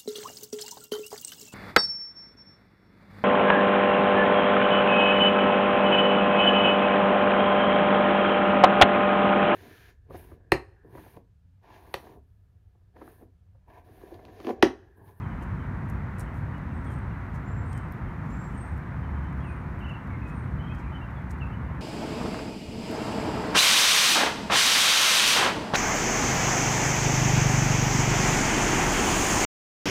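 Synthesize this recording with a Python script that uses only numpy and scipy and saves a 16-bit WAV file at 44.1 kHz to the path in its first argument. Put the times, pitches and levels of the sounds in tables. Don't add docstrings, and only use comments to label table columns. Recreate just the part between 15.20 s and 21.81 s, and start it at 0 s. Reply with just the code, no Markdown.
import sys
import numpy as np
from scipy import signal
from scipy.fft import rfft, irfft
from scipy.io import wavfile

SR = 44100
rng = np.random.default_rng(int(sys.argv[2]) if len(sys.argv) > 2 else 0)


def generate_wav(signal):
    frames = np.transpose(np.atleast_2d(signal))
    scaled = np.clip(frames, -1, 1) * 32767
    pcm = np.round(scaled).astype(np.int16)
    wavfile.write(sys.argv[1], SR, pcm)


N = 291466
TIME = np.arange(N) / SR


def from_db(db):
    return 10 ** (np.asarray(db) / 20)


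def rms_one(x):
    return x / np.sqrt(np.mean(x ** 2) + 1e-20)


def coloured_noise(spectrum):
    hz, db = np.transpose(spectrum)
    bins_hz = np.maximum(np.fft.rfftfreq(N, 1 / SR), 1)
    octaves_outside = np.abs(np.log2(bins_hz / np.clip(bins_hz, hz[0], hz[-1])))
    gain_db = np.interp(np.log(bins_hz), np.log(hz), db) - 33 * octaves_outside
    white = rng.standard_normal(N)
    return rms_one(irfft(rfft(white) * from_db(gain_db), N))


def drift(rate_hz):
    bins_hz = np.fft.rfftfreq(N, 1 / SR)
    gain = (bins_hz > 0) / (1 + (bins_hz / rate_hz) ** 4)
    return rms_one(irfft(rfft(rng.standard_normal(N)) * gain, N))


def resonate(x, hz, width_hz):
    radius = np.exp(-np.pi * width_hz / SR)
    angle = 2 * np.pi * min(hz, SR / 2 - 1) / SR
    zeros = np.array([1, 0, -1]) * (1 - radius * radius) / 2
    poles = [1, -2 * radius * np.cos(angle), radius * radius]
    return signal.lfilter(zeros, poles, x + 1e-18)


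def tone(hz):
    return np.sqrt(2) * np.sin(2 * np.pi * np.cumsum(hz) / SR)


def add(out, start_s, sound):
    start = max(round(start_s * SR), 0)
    out[start:start + len(sound)] += sound[:N - start]


def scatter(x, t60_s, wet_db):
    age_s = TIME[:SR]
    echoes = rng.standard_normal(SR) * from_db(-60 * age_s / t60_s)
    echoes /= np.linalg.norm(echoes)
    return x + from_db(wet_db) * signal.fftconvolve(x, echoes)[:N]


def traffic(rumble_db=-33, tyres_db=-45):
    # (frequency [Hz], relative density [dB])
    rumble_spectrum = [(22, -53), (32, -31), (45, -4.5), (62, 1), (95, -0.34), (140, -2), (200, -7.5),
                       (260, -11.5), (330, -19), (420, -24), (520, -26.5)]
    tyre_spectrum = [(280, -28), (480, -9), (644, -5), (696, -3), (758, -4.5), (941, 0), (1070, -2),
                     (1410, -3), (2020, -8), (3050, -27), (3960, -33.5), (6710, -120)]
    rumble = from_db(rumble_db + 0.87 * drift(1.5)) * coloured_noise(rumble_spectrum)
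    tyres = from_db(tyres_db + 0.3 * drift(17.0)) * coloured_noise(tyre_spectrum)
    return rumble + tyres


def engine(firing_hz=71.5, idle_db=-53, overtone_db=-9):
    # (loudest time [s], Gaussian half length [s], firing tone level [dB])
    swells = [(3.985, 0.45, -37), (5.405, 0.47, -41.5), (6.204, .4, -39)]
    load = from_db(idle_db)
    for peak_s, half_s, db in swells:
        load = load + from_db(db) * np.exp(-((TIME - peak_s) / half_s) ** 2)
    rate_hz = firing_hz * (1 + 0.01393 * drift(2.96))
    return load * (tone(rate_hz) + from_db(overtone_db) * tone(2 * rate_hz))


def machine_hum(hum_hz=361, hum_db=-60.5, waver_db=2.5):
    gain = from_db(hum_db + waver_db * drift(2.1))
    return gain * tone(hum_hz + 2.68 * drift(5.4))


def scrape(length_s, bright_hz, contact_width_hz=7000, slips_per_s=1600, uneven_db=3.0):
    age_s = TIME[TIME < length_s]
    chance, size, sign = rng.random((3, SR))[:, :len(age_s)]
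    slip_size = from_db(-uneven_db * np.log(size + .01))
    slips = (chance < slips_per_s / SR) * np.sign(sign - .5) * slip_size
    pressure = np.sin(np.pi * np.sqrt(age_s / length_s))
    return pressure * rms_one(resonate(slips, bright_hz, contact_width_hz))


def snap(bright_hz, contact_width_hz=7000, decay_s=.0001):
    age_s = TIME[:256]
    burst = rng.standard_normal(len(age_s)) * np.exp(-age_s / decay_s)
    crack = resonate(burst, bright_hz, contact_width_hz)
    return crack / np.abs(crack).max()


def squirrel(crumbs_per_s=12, crumb_db=-53):
    # (catch time [s], drag length [s], drag force level [dB], contact resonance [Hz])
    strokes = [(.224, .025, -65, 8500), (0.699, .007, -57.5, 11000), (.996, 0.023, -50, 8800),
               (1.143, 0.091, -71.5, 11000), (1.38, .006, -73, 7000), (1.645, .015, -69, 8000),
               (1.704, .055, -67, 9000), (2.144, 0.037, -67, 6500), (2.529, .01, -60, 8500),
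               (2.576, .016, -60, 8000), (2.722, 0.0025, -57, 14000), (3.578, .008, -68, 12000),
               (4.59, .025, -72, 14000), (4.692, .016, -69.5, 7600), (5.078, 0.046, -69, 8000),
               (5.548, .018, -67.5, 4600), (5.585, .04, -69.5, 4600), (6.108, 0.015, -57, 8000)]
    # (centre [Hz], width [Hz], gain [dB])
    grit = [(4200, 870, 2.5), (5670, 850, 4.5), (6730, 700, 5), (8400, 1800, 3.5), (11100, 3900, 2),
            (13900, 2200, 1.5)]
    lead_in_s, lead_in_db = .014, -9
    snap_db = 18.5
    crumb_hits = rng.random(N) < crumbs_per_s / SR
    force = crumb_hits * rng.standard_normal(N) * from_db(crumb_db)
    add(force, 3.015, from_db(-73.5) * scrape(length_s=.67, bright_hz=5850))
    for catch_s, drag_s, db, bright_hz in strokes:
        add(force, catch_s - lead_in_s, from_db(db + lead_in_db) * scrape(lead_in_s, bright_hz))
        add(force, catch_s, from_db(db + snap_db) * snap(bright_hz))
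        add(force, catch_s, from_db(db) * scrape(drag_s, bright_hz))
    ring = np.zeros(N)
    for k, (hz, width_hz, db) in enumerate(grit):
        ring += (-1) ** k * from_db(db) * resonate(force, hz, width_hz)
    return scatter(ring, t60_s=0.15, wet_db=-10.0)


def bird(notes, settle_s, swell, waver, flutter_db, tremble_hz, trill_hz=22.0):
    out, wobble, flutter = np.zeros(N), drift(tremble_hz), drift(40)
    for start_s, length_s, start_hz, held_hz, db, *trill_depth_hz in notes:
        span = (TIME >= start_s) & (TIME < start_s + length_s)
        age_s = TIME[span] - start_s
        hz = held_hz + (start_hz - held_hz) * np.exp(-age_s / settle_s)
        hz = hz + sum(trill_depth_hz) * np.cos(2 * np.pi * trill_hz * age_s)
        envelope = np.sin(np.pi * (age_s / length_s) ** swell)
        gain = from_db(db + flutter_db * flutter[span])
        out[span] += gain * envelope * tone(hz * (1 + waver * wobble[span]))
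    return out


def warbler():
    # (start [s], length [s], start pitch [Hz], held pitch [Hz], level before flutter [dB], trill depth [Hz])
    song = [(1.33, 0.065, 2950, 2850, -65, 0), (1.66, .06, 3450, 3200, -65, 0),
            (4.203, .055, 3220, 3350, -59, 0), (4.235, 0.13, 3270, 2446, -55.5, 0),
            (4.603, .2, 2900, 2795, -53.5, 151), (4.9, .09, 2280, 2114, -53.5, -2),
            (5.015, 0.14, 2484, 2545, -55, 0), (5.385, 0.23, 2890, 3150, -59.5, 70),
            (5.49, .055, 2430, 2590, -55, -2), (5.655, 0.062, 2340, 2420, -53.5, 0),
            (5.722, 0.097, 2990, 3055, -54.5, 2), (5.812, .05, 2780, 2730, -55, 0),
            (5.955, 0.053, 3550, 3200, -68, -1), (6.205, .078, 2890, 2530, -50, 0),
            (6.31, 0.11, 3060, 2920, -64, 0)]
    dry_song = bird(song, settle_s=.024, swell=0.56, waver=0.012, flutter_db=3.5, tremble_hz=110)
    return scatter(dry_song, t60_s=0.5, wet_db=-7.5)


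def whistler():
    # (start [s], length [s], start pitch [Hz], held pitch [Hz], level before flutter [dB])
    whistles = [(1.51, 0.1, 8050, 8280, -77), (1.61, 0.19, 8900, 8420, -73), (2.24, 0.24, 7040, 7560, -70),
                (2.44, .17, 8850, 8300, -69), (3.08, .22, 7030, 7640, -66.5), (3.3, .19, 8800, 8400, -65.5),
                (4.19, 0.23, 8720, 8900, -75), (5.09, 0.18, 9000, 8580, -73)]
    dry_song = bird(whistles, settle_s=.075, swell=1.0, waver=0.0093, flutter_db=3.5, tremble_hz=330)
    return scatter(dry_song, t60_s=0.44, wet_db=-2.0)


def far_birds(count=50, level_db=-69.5, low_hz=2450, high_hz=3300):
    when, pitch, strength = rng.random((count, 3)).T
    hz = low_hz + (high_hz - low_hz) * pitch
    length_s = np.full(count, .05)
    chirps = np.column_stack([when * TIME[-1], length_s, hz, .92 * hz, level_db + 4 * strength])
    dry_song = bird(chirps, settle_s=.024, swell=.8, waver=0.012, flutter_db=1.5, tremble_hz=80)
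    return scatter(dry_song, t60_s=0.43, wet_db=-6)


def hiss(level_db=-74):
    # (frequency [Hz], relative density [dB])
    hiss_spectrum = [(4200, -2), (5000, -7), (5800, -6), (7500, -10.5), (9300, -9), (10500, -15.5),
                     (12000, -11), (15500, -15.5)]
    return from_db(level_db) * coloured_noise(hiss_spectrum)


def scene():
    drones = engine() + machine_hum()
    birds = warbler() + whistler() + far_birds()
    return (traffic() + drones + squirrel() + birds + hiss())[None]


def record(dry, cutoff_hz=15830):
    low_pass = signal.ellip(12, .1, 80, cutoff_hz, fs=SR, output="sos")
    return signal.sosfilt(low_pass, dry)


dry = scene()
out = record(dry)
generate_wav(out)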